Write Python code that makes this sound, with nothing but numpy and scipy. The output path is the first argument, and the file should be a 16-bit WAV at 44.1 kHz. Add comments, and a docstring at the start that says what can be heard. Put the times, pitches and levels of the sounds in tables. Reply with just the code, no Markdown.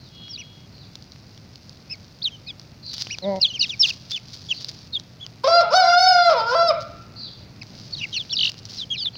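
"""A rooster crows once in a farmyard, and the walls ring after him.
His syrinx pulses through throat and open beak, rattling at the break between registers.
Close to the single microphone, just above loose soil, chicks peep and trill in near-sine whistles,
feet scratch, beaks peck in the grit, and a hen gives one low cluck before the crow.
Far off a small bird chirps over a low outdoor rumble; a faint ringing tone passes at the start."""
import sys
import numpy as np
from scipy import signal
from scipy.fft import rfft, irfft
from scipy.io import wavfile
from scipy.ndimage import uniform_filter1d, minimum_filter1d

SR = 44100
rng = np.random.default_rng(int(sys.argv[2]) if len(sys.argv) > 2 else 0)


def generate_wav(sig):
    """Save sig (samples, or channels by samples) to the path in sys.argv[1] as 16-bit PCM at SR."""
    pcm = np.round(np.clip(np.atleast_2d(sig).T, -1, 1) * 32767).astype(np.int16)
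    wavfile.write(sys.argv[1], SR, pcm)


N = 404749
CUTOFF_HZ = 15800


def from_db(db):
    """Decibels to gain."""
    return 10 ** (np.asarray(db) / 20)


def rms_one(x):
    """Scale to rms 1."""
    return x / np.sqrt(np.mean(x ** 2) + 1e-20)


def at_hz(points, hz):
    """Read a curve on a log-frequency axis."""
    points = np.array(points)
    return np.interp(np.log(hz + 1e-9), np.log(points[:, 0]), points[:, 1])


def sampled(rows):
    """Sample times across a curve, and each of its columns at those times."""
    times, *columns = np.transpose(rows)
    t = np.arange(int(times[0] * SR), int(times[-1] * SR)) / SR
    return [t] + [np.interp(t, np.sort(times), column) for column in columns]


def add(out, start_s, sound):
    """Mix a sound in at its time."""
    at = int(round(start_s * SR))
    sound, at = sound[max(-at, 0):], max(at, 0)
    out[at:at + len(sound)] += sound[:max(N - at, 0)]


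def coloured(x, spectrum, size=4096):
    """Minimum-phase filter with this spectral shape; white noise keeps its power."""
    gains = from_db(at_hz(spectrum, np.arange(size // 2 + 1) * SR / size))
    cepstrum = irfft(np.log(gains))
    cepstrum[1:size // 2] *= 2
    cepstrum[size // 2 + 1:] = 0
    response = irfft(np.exp(rfft(cepstrum)))
    return signal.fftconvolve(x, response / np.linalg.norm(response))[:len(x)]


def drift(rate_hz, size):
    """Smooth random wander with spread near 1: noise twice through a one-pole low-pass."""
    pole = np.exp(-2 * np.pi * rate_hz / SR)
    wander = signal.lfilter([1], [1, -2 * pole, pole * pole], rng.standard_normal(size + SR))
    return rms_one(wander)[-size:]


def swell(u, crest, power):
    """Rise to 1 at the crest and fall again, for u from 0 to 1."""
    triangle = np.interp(u, [0, np.clip(crest, .05, .95), 1], [0, 1, 0])
    return np.sin(np.pi / 2 * triangle) ** power


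def bump(t, centre_s, width_s):
    """A smooth rise and fall about one moment."""
    return np.exp(-((t - centre_s) / width_s) ** 2)


def phase_of(pitch):
    """Running phase of an oscillator."""
    return 2 * np.pi * np.cumsum(pitch) / SR


def harmonics(pitch, throat, count):
    """Pulses of the syrinx heard through the throat: one row per harmonic, and their frequencies."""
    k = np.arange(1, count + 1)[:, None]
    gains = from_db(at_hz(throat, k * pitch)) * (k * pitch < CUTOFF_HZ)
    gains = gains / np.sqrt(np.sum(gains ** 2, axis=0) / 2)
    return gains * np.cos(k * phase_of(pitch)), k * pitch


def whistle(pitch, octave_db, jitter, flutter_db):
    """A near-sine whistle; it dulls above 6 kHz, so lower notes keep more overtones."""
    # the treble falls away: f/Hz, gain/dB
    treble_rolloff = [(1700, -5), (2300, -0.5), (6000, -0.5), (7000, -17.5), (8000, -31), (12000, -20.5),
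                      (15000, -23.5)]
    phase = phase_of(pitch * (1 + jitter * drift(600, len(pitch))))
    partials = [(1, 0), (2, octave_db), (3, octave_db - 10)]
    tone = sum(from_db(db + at_hz(treble_rolloff, k * pitch)) * np.sin(k * phase) for k, db in partials)
    return np.sqrt(2) * tone * from_db(flutter_db * drift(160, len(pitch)))


def outdoors(hiss_db=-61):
    """The bed of the place: a low, wavering rumble of open air and a thin hiss."""
    # spectrum of the rumble: f/Hz, relative density/dB
    rumble_spectrum = [(15, -61), (25, -21.5), (37, -14.5), (59, -12), (112, 1), (231, -9.5), (405, -19),
                       (592, -20), (997, -26.5), (1520, -27.5), (1710, -30), (2510, -28), (2710, -29),
                       (3000, -33.5), (3900, -76.5), (6600, -120)]
    # course of the rumble: t/s, relative level/dB
    rumble_levels = [(0, -46), (5.5, -44.5), (5.75, -47.5), (6.26, -50), (6.381, -45.5), (7.0, -41.5),
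                     (9.17, -44.5)]
    # spectrum of the hiss: f/Hz, relative density/dB
    hiss_spectrum = [(1000, -3.5), (2500, -6), (4500, 2.5), (6300, -4), (7800, -16), (13800, -19),
                     (15200, -7), (16000, -17)]
    level_db = np.interp(np.arange(N) / SR, *np.transpose(rumble_levels)) - 1 + .68 * drift(11, N)
    rumble = from_db(level_db) * coloured(rng.standard_normal(N), rumble_spectrum)
    return rumble + from_db(hiss_db) * coloured(rng.standard_normal(N), hiss_spectrum)


def ringing():
    """A faint cluster of steady tones swells and fades."""
    # course of the ringing: t/s, level/dB
    envelope = [(.08, -65), (.16, -46), (.26, -39), (.32, -46.5), (.46, -48.5), (.66, -55.5)]
    # its tones: f/Hz, relative level/dB
    tones = [(2920, -14), (3310, -3.5), (3760, -17), (4160, -11.5)]
    t, level_db = sampled(envelope)
    out = np.zeros(N)
    for hz, db in tones:
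        tone = whistle(np.full(len(t), hz), octave_db=-40, jitter=.0089, flutter_db=2.5)
        add(out, t[0], from_db(level_db + db) * tone)
    return out


def far_bird(upper_hz=4620, lower_hz=4230, sag=.28, scatter_t60_s=.69):
    """Hoarse two-voiced chirps, the lower voice sagging at the end, smeared by distance."""
    # chirps: t/s, length/s, relative level/dB
    chirps = [(-.03, 0.13, -44.5), (.72, .14, -42.5), (2.822, 0.14, -29), (4.532, 0.073, -31),
              (7.157, .14, -27.5), (9.128, 0.098, -31)]
    direct = np.zeros(N)
    for start, length, db in chirps:
        u = np.linspace(0, 1, int(length * SR))
        upper = whistle(np.full(len(u), upper_hz), octave_db=-24, jitter=.027, flutter_db=-4)
        lower = whistle(lower_hz * (1 - sag * u ** 4), octave_db=-36, jitter=.03, flutter_db=3.5)
        add(direct, start, from_db(db) * swell(u, .56, power=.58) * (upper + lower) / 2)
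    paths = rng.standard_normal(SR // 2) * from_db(-60 * np.arange(SR // 2) / SR / scatter_t60_s)
    scattered = signal.fftconvolve(direct, paths / np.linalg.norm(paths))[:N]
    return .41 * direct + .39 * scattered


def yard(x, wall_hz=2200, build_s=.032):
    """A few dull wall echoes and a diffuse tail that rings longest near 1.5 kHz."""
    # echoes off the walls: delay/s, level/dB
    echoes = [(.0125, -18), (.031, -12), (.058, -13), (.092, -21.5)]
    # bands of the tail: f/Hz, level/dB, t60/s
    tail = [(600, -4.5, 0.48), (1110, -27.5, 0.37), (1520, -6, 0.92), (1840, -3, .45), (3000, -10.5, 0.75),
            (5560, -28, 0.22)]
    t, response = np.arange(SR) / SR, np.zeros(SR)
    for delay, db in echoes:
        response[int(delay * SR)] += from_db(db)
    response = signal.sosfilt(signal.butter(2, wall_hz, fs=SR, output="sos"), response)
    centres = np.array(tail)[:, 0]
    edges = [100, *np.sqrt(centres[1:] * centres[:-1]), CUTOFF_HZ]
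    for (_, db, t60), low, high in zip(tail, edges, edges[1:]):
        decay = from_db(-60 * t / t60) * np.clip(t / build_s, 0, 1)
        diffuse = rng.standard_normal(SR) * decay / np.linalg.norm(decay)
        band = signal.butter(2, [low, high], "band", fs=SR, output="sos")
        response += from_db(db) * signal.sosfilt(band, diffuse)
    return signal.fftconvolve(x, response)[:N]


def grains(per_s, spread_db, size):
    """Crumbs of soil clicking at random, a few much louder than the rest; rms 1."""
    strengths = from_db(spread_db * np.minimum(rng.exponential(1, size), 4))
    clicks = strengths * rng.standard_normal(size)
    return rms_one(clicks * (rng.random(size) < per_s / SR))


def soil(rustle_db=-57.5, tick_count=24, crack_decay_s=.0008):
    """Just under the microphone: crumbs always shifting, scratching strokes and sharp pecks."""
    # the flock moves about: t/s, length/s, relative level/dB
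    shuffles = [(.9, 1.76, -68.5), (2.857, 0.36, -43.5), (3.2, 1.17, -50), (4.235, 0.67, -46),
                (7.627, 0.98, -46.5), (8.617, 0.28, -49)]
    # feet scratching through the soil: t/s, length/s, level/dB
    scratches = [(2.929, 0.022, -31.5), (2.96, 0.11, -38.5), (2.997, 0.034, -26.5), (3.655, 0.065, -40.5),
                 (3.844, 0.072, -29), (3.89, 0.017, -25), (3.917, 0.036, -39.5), (4.095, 0.047, -31),
                 (4.153, 0.031, -38), (4.328, 0.031, -36.5), (4.599, 0.037, -37.5), (4.681, 0.024, -32),
                 (6.80, 0.043, -40), (8.434, 0.055, -31.5), (8.489, 0.014, -28), (8.569, .035, -42.5),
                 (8.68, 0.16, -38)]
    # pecks and snapping grit: t/s, relative crack level/dB, relative knock level/dB
    pecks = [(.2814, -28, -44), (.9549, -13, -62), (1.0243, -25, -64), (1.1205, -25.5, -65),
             (1.3765, -25, -53), (1.5572, -21, -62), (1.6945, -21, -52), (2.5965, -18, -58.5),
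             (2.9392, -8, -46), (2.981, -8.5, -45), (3.0698, -26, -36), (3.1854, -12.5, -38),
             (3.361, -22, -39.5), (4.6459, -9.5, -55), (4.6852, -18, -53), (4.7148, -20, -47.5),
             (4.998, -16, -47), (5.2645, -14.5, -44.5), (7.6315, -23, -48), (8.518, -16, -40),
             (8.5424, -25, -45), (8.6537, -16, -53)]
    # bright grit near 5 kHz, plus a thin hiss near 15 kHz that follows its level:
    # f/Hz, relative density/dB
    grit_and_hiss = [(500, -18.5), (1500, -12.5), (2600, -6.5), (3600, 2), (4800, 10), (5700, 3.5),
                     (6600, -6), (7600, -22), (10000, -25), (14000, -36), (15300, -19)]
    # the duller knock of a peck, same columns
    knock_spectrum = [(300, 6), (1200, 4), (3000, 11.5), (4500, -18.5), (9000, -54)]
    movement = np.full(N, from_db(rustle_db))
    for start, length, db in shuffles:
        u = np.linspace(0, 1, int(length * SR))
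        add(movement, start, from_db(db - 1) * swell(u, .38, power=.65))
    force = movement * grains(per_s=4000, spread_db=4.2, size=N)
    for start, length, db in scratches:
        u = np.linspace(0, 1, int(length * SR))
        crumbs = grains(per_s=1800, spread_db=1.5, size=len(u))
        add(force, start, from_db(db) * swell(u, .42, power=.7) * crumbs)
    knocks = np.zeros(N)
    decay = np.exp(-np.arange(SR // 50) / SR / crack_decay_s)
    # fainter pecks at random moments
    ticks = [(rng.uniform(0, N / SR), *rng.normal([-36, -53], 5)) for _ in range(tick_count)]
    for start, crack_db, knock_db in [*pecks, *ticks]:
        crack = rms_one(rng.standard_normal(len(decay)) * decay)
        add(force, start, from_db(crack_db - 7) * crack * decay.std())
        add(knocks, start, from_db(knock_db - 6) * crack)
    return coloured(force, grit_and_hiss) + coloured(knocks, knock_spectrum)


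def hen(upper_hz=870, width_hz=170, jitter=.016):
    """One soft, throaty cluck close by; as the beak parts, a higher resonance comes forward."""
    # the cluck: t/s, pitch/Hz, level/dB
    cluck = [(3.215, 177.4, -49), (3.227, 180.3, -36), (3.251, 193.5, -25.5), (3.287, 201.8, -20),
             (3.385, 186.2, -30.5), (3.405, 205, -49)]
    # her throat: f/Hz, gain/dB
    throat = [(190, 4), (390, -4), (600, 10.5), (790, -3.5), (980, -6), (1180, -27), (1700, -30),
              (2100, -13.5), (2500, -45), (4500, -21), (7000, -62)]
    # the beak parts mid-call: t/s, lift of the upper resonance/dB
    opening = [(3.215, -5.5), (3.30, -4), (3.32, 5), (3.35, 8), (3.37, 4), (3.405, 5)]
    t, pitch, level_db = sampled(cluck)
    partials, hz = harmonics(pitch * (1 + jitter * drift(90, len(t))), throat, count=34)
    lift_db = np.interp(t, *np.transpose(opening)) * np.exp(-((hz - upper_hz) / width_hz) ** 2)
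    voice = np.sum(partials * from_db(lift_db), axis=0)
    out = np.zeros(N)
    add(out, t[0], -from_db(level_db) * voice * signal.windows.tukey(len(t), .1))
    return out


def off_ground(call, bounce=.44, longest_s=.0028):
    """The bounce off the soil reaches the microphone later and ripples the level of a gliding note."""
    lag = int(rng.uniform(.3, 1) * longest_s * SR)
    return np.pad(call, (0, lag)) + bounce * np.pad(call, (lag, 0))


def peep(pitch, crest, db, reedy_db=0, reedy_hz=2400, loss_db_per_octave=31, bend=.012):
    """One push of air through a chick's syrinx, never quite steady; the lower, the reedier."""
    octave_db = reedy_db - .5 - loss_db_per_octave * np.log2(pitch.mean() / reedy_hz)
    push = swell(np.linspace(0, 1, len(pitch)), crest, power=.73)
    pitch = pitch * (1 + bend * drift(50, len(pitch)))
    return from_db(db) * off_ground(push * whistle(pitch, octave_db, jitter=.012, flutter_db=2))


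def chicks():
    """Close peeps arch over a top note or slide evenly in pitch; several often overlap."""
    # arched peeps: t/s, length/s, top/Hz, end/Hz, top at/0-1, loudest at/0-1, level/dB, reediness/dB
    arches = [(0.285, .085, 5550, 3480, 0.09, 0.9, -35.5, 0),
              (0.374, 0.054, 2935, 1970, 0.44, 0.43, -36, -2),
              (1.897, 0.054, 2625, 2070, 0.37, 0.4, -35, 4), (2.46, .056, 2600, 2000, .5, .7, -45, 0),
              (3.096, .06, 2915, 2000, 0.56, 0.44, -30.5, 0), (3.4, 0.064, 2790, 1990, .15, 0.2, -42, 3),
              (3.534, 0.049, 3170, 2200, 0.08, 0.46, -30.5, -2),
              (3.602, 0.054, 2990, 1820, 0.39, 0.52, -24.5, 2),
              (3.794, .046, 5450, 4400, 0.07, .33, -13.5, 9), (4.113, 0.073, 3564, 2095, .3, 0.3, -27, 0),
              (4.486, 0.049, 3380, 2280, 0.2, 0.62, -22.5, -2), (4.93, .051, 3800, 3070, 0, .6, -23, -4),
              (5.199, 0.056, 3410, 2920, 0.47, 0.7, -36.5, 3),
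              (7.614, 0.013, 2580, 1890, .1, 0.4, -35, 0.5), (7.923, 0.035, 4420, 3290, 0.34, .4, -29, -7),
              (8.006, .052, 2906, 1950, 0.4, .53, -25.5, -26), (8.293, .03, 4570, 4000, .65, .75, -31, -2),
              (8.324, .028, 5540, 5070, .02, 0.47, -23, 1),
              (8.901, 0.065, 3294, 2180, 0.18, 0.23, -25.5, -3),
              (9.056, 0.034, 3540, 3150, 0.3, 0.3, -21, -13)]
    # sliding peeps, mostly downward: t/s, length/s, start/Hz, end/Hz, loudest at/0-1, level/dB
    slides = [(2.217, 0.019, 3100, 5300, 0.5, -29), (2.238, 0.054, 4600, 2593, 0.17, -21),
              (2.297, 0.077, 3400, 2890, .5, -45), (2.465, .051, 4600, 3110, 0.72, -34),
              (3.222, .046, 4200, 3360, 0.14, -33.5), (3.413, 0.059, 5200, 2770, 0.27, -14.5),
              (3.46, 0.086, 3700, 2590, 0.03, -34), (3.592, 0.045, 5300, 3600, 0.47, -16.5),
              (3.625, .048, 5200, 2790, 0, -29.5), (3.46, 0.045, 4750, 3900, .2, -35),
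              (3.692, 0.061, 3900, 2120, 0.05, -29.5), (3.82, 0.025, 2750, 3750, 0.9, -29),
              (3.823, 0.042, 4250, 2450, 0.28, -14), (3.866, 0.048, 4700, 2470, 0.87, -26),
              (4.923, 0.033, 4100, 4610, .6, -32.5), (7.958, 0.064, 4700, 3220, .2, -36.5),
              (7.971, 0.071, 3500, 2230, 1, -36), (8.125, .058, 4300, 2390, 0.91, -25),
              (8.126, .057, 3300, 2560, 0.3, -30.5), (8.164, 0.071, 4750, 2800, 0, -27),
              (8.3, 0.051, 4200, 2630, 0.6, -28), (8.763, .041, 5950, 4600, .5, -38),
              (8.772, 0.073, 4550, 2990, 0.7, -29.5), (8.955, 0.046, 4700, 3060, .6, -33),
              (8.976, 0.069, 4200, 2750, 0.1, -30.5), (8.975, 0.066, 5470, 4300, .85, -29),
              (9.043, 0.019, 4450, 3560, 0.7, -25)]
    out = np.zeros(N)
    for start, length, top_hz, end_hz, top_at, crest, db, reedy_db in arches:
        u = np.linspace(0, 1, int(length * SR))
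        pitch = top_hz + (end_hz - top_hz) * ((u - top_at) / (1 - top_at)) ** 2
        add(out, start, peep(pitch, crest, db, reedy_db))
    for start, length, start_hz, end_hz, crest, db in slides:
        add(out, start, peep(np.geomspace(start_hz, end_hz, int(length * SR)), crest, db))
    return out


def trill(start_s=8.349, length_s=.15, period_s=.0203, top_at_s=.0545, level_db=-21, throb_db=3):
    """A startled chick's pitch swings fast, high and narrow at first, then lower and wider."""
    t, out = np.arange(int(length_s * SR)) / SR, np.zeros(N)
    alarm = np.exp(-t / .03)
    centre_hz = np.interp(alarm, [0, 1], [3550, 4960])
    swing_hz = np.interp(alarm, [0, 1], [840, 400])
    turn = np.cos(2 * np.pi * (t - top_at_s) / period_s + .2 * drift(40, len(t)))
    voice = whistle(centre_hz + swing_hz * turn, octave_db=-20, jitter=.028, flutter_db=2.5)
    throb = from_db(level_db - throb_db * turn)   # loudest at the bottom of each swing
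    add(out, start_s, off_ground(throb * swell(t / length_s, .53, power=.64) * voice))
    return out


def rooster(jitter=.041, shimmer=.17, hoarseness=.04, rasp_db=-11, beak_hz=4000, throat_low_hz=420):
    """Clean and brassy on held notes; the membranes rattle where the pitch breaks between registers."""
    # four syllables in one breath, each scooping up; rows of t/s, pitch/Hz, level/dB, brightness/dB
    syllables = [
        [(5.436, 445, -40, -8), (5.444, 520, -19, -1), (5.47, 552, -16.5, -4.5), (5.482, 661, -15, 0.5),
         (5.57, 693.4, -13.5, 0), (5.598, 687, -12, -4), (5.615, 597, -21.5, 5), (5.645, 426, -30, -17)],
        [(5.70, 424, -34, -15.5), (5.715, 510, -26.5, 0.5), (5.735, 592, -15.5, 5), (5.745, 710, -11, -1),
         (5.76, 751, -16, 9), (5.805, 749.7, -9.5, 5.5), (5.825, 699.4, -16, -1), (5.86, 685.4, -18.5, 3.5)],
        [(5.96, 707, -10, -5), (5.985, 732, -10, 2.5), (6.03, 750, -16, 10.5), (6.075, 745, -14.5, 7),
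         (6.17, 707, -15, -1), (6.286, 682, -15.5, -0.5), (6.298, 653, -13, -7), (6.328, 618.5, -18.5, -4),
         (6.35, 496, -22, -8), (6.405, 446.7, -24, -2)],
        [(6.45, 454, -30, -4), (6.50, 480, -25, 2.5), (6.545, 531, -19.5, -5), (6.553, 667.4, -17, -1.5),
         (6.63, 681.8, -15.5, -3.5), (6.67, 673.6, -15.5, -2.5), (6.692, 630.4, -21, 10),
         (6.71, 597, -14.5, -18), (6.735, 440, -43, -17)],
    ]
    # his throat and open beak: f/Hz, gain/dB
    throat = [(300, -36), (450, -14.5), (540, 6.5), (700, 2), (1000, -2.5), (1400, -3.5), (1750, -30),
              (2150, -21.5), (2600, -26), (3500, -19.5), (4450, -13.5), (5100, -7), (5700, -23.5),
              (7500, -48), (10500, -60), (15000, -63)]
    # rattle around the register break: pitch/Hz, roughness/0-1
    roughness = [(440, .55), (490, 0.53), (610, 0.96), (652, 0.74), (674, .15), (740, .08)]
    # turbulent air in the throat: f/Hz, relative density/dB
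    rasp_spectrum = [(330, -36), (520, -4.5), (800, -1), (1400, -4), (1800, -14), (2300, -8), (2800, -14.5),
                     (3500, -6.5), (5100, -3), (5900, -15), (7500, -39), (15000, -49)]
    t, pitch, level_db, bright_db = sampled([row for syllable in syllables for row in syllable])
    size, out = len(t), np.zeros(N)
    ease = bump(t, 6.688, .022)   # the last fall starts smoothly, without a break
    rough = at_hz(roughness, pitch) ** 2 * (1 - ease)
    waver = .003 * drift(35, size) + .0015 * drift(400, size)
    # the pitch shakes at the top of the long note
    quaver = .021 * bump(t, 6.11, .053) * np.cos(2 * np.pi * (t - 6.11) / .031)
    pitch = pitch * (1 + waver + quaver + jitter * rough * drift(300, size))
    partials, hz = harmonics(pitch, throat, count=26)
    # effort lifts the treble, and each overtone swells and sinks on its own
    lift_db = bright_db / (1 + (beak_hz / hz) ** 12)
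    depth_db = np.r_[0, 2.5, np.full(len(hz) - 2, 4.5)][:, None]
    flicker_db = depth_db * np.array([drift(23.7, size) for _ in hz])
    voice = np.sum(partials * from_db(lift_db + flicker_db), axis=0)
    # uneven and strong-weak pulses fill the gaps between harmonics
    phase = phase_of(pitch)
    doubling = .074 * rough + .19 * bump(t, 5.855, .02)   # most as the second syllable ends
    voice *= 1 + rough * shimmer * drift(340, size) + doubling * np.cos(phase / 2)
    voice = signal.sosfilt(signal.butter(6, throat_low_hz, "high", fs=SR, output="sos"), voice)
    # air rasps with each pulse; effort adds a little hoarseness
    rasp = coloured(rng.standard_normal(size) * (1 + np.cos(phase)), rasp_spectrum)
    rasp_gain = from_db(rasp_db) * (rough + hoarseness * from_db(bright_db))
    add(out, t[0], from_db(level_db) * (voice + rasp_gain * rasp))
    return out


def scene(near_send_db=-20):
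    """Chicks, hen and soil are close and nearly dry; the rooster sets the whole yard ringing."""
    crow = rooster()
    near = chicks() + trill() + hen() + soil()
    echoes = yard(crow + from_db(near_send_db) * near)
    return (crow + near + echoes + far_bird() + ringing() + outdoors())[None]


def record(dry, ceiling_db=-4):
    """Behind the microphone, a limiter holds the crow under a ceiling; the top is cut steeply."""
    window = SR // 100
    gain = np.minimum(1, from_db(ceiling_db) / (np.abs(dry) + 1e-9))
    gain = uniform_filter1d(minimum_filter1d(gain, 2 * window), window)
    return signal.sosfilt(signal.ellip(10, .1, 80, CUTOFF_HZ, fs=SR, output="sos"), dry * gain)


dry = scene()
out = record(dry)
generate_wav(out)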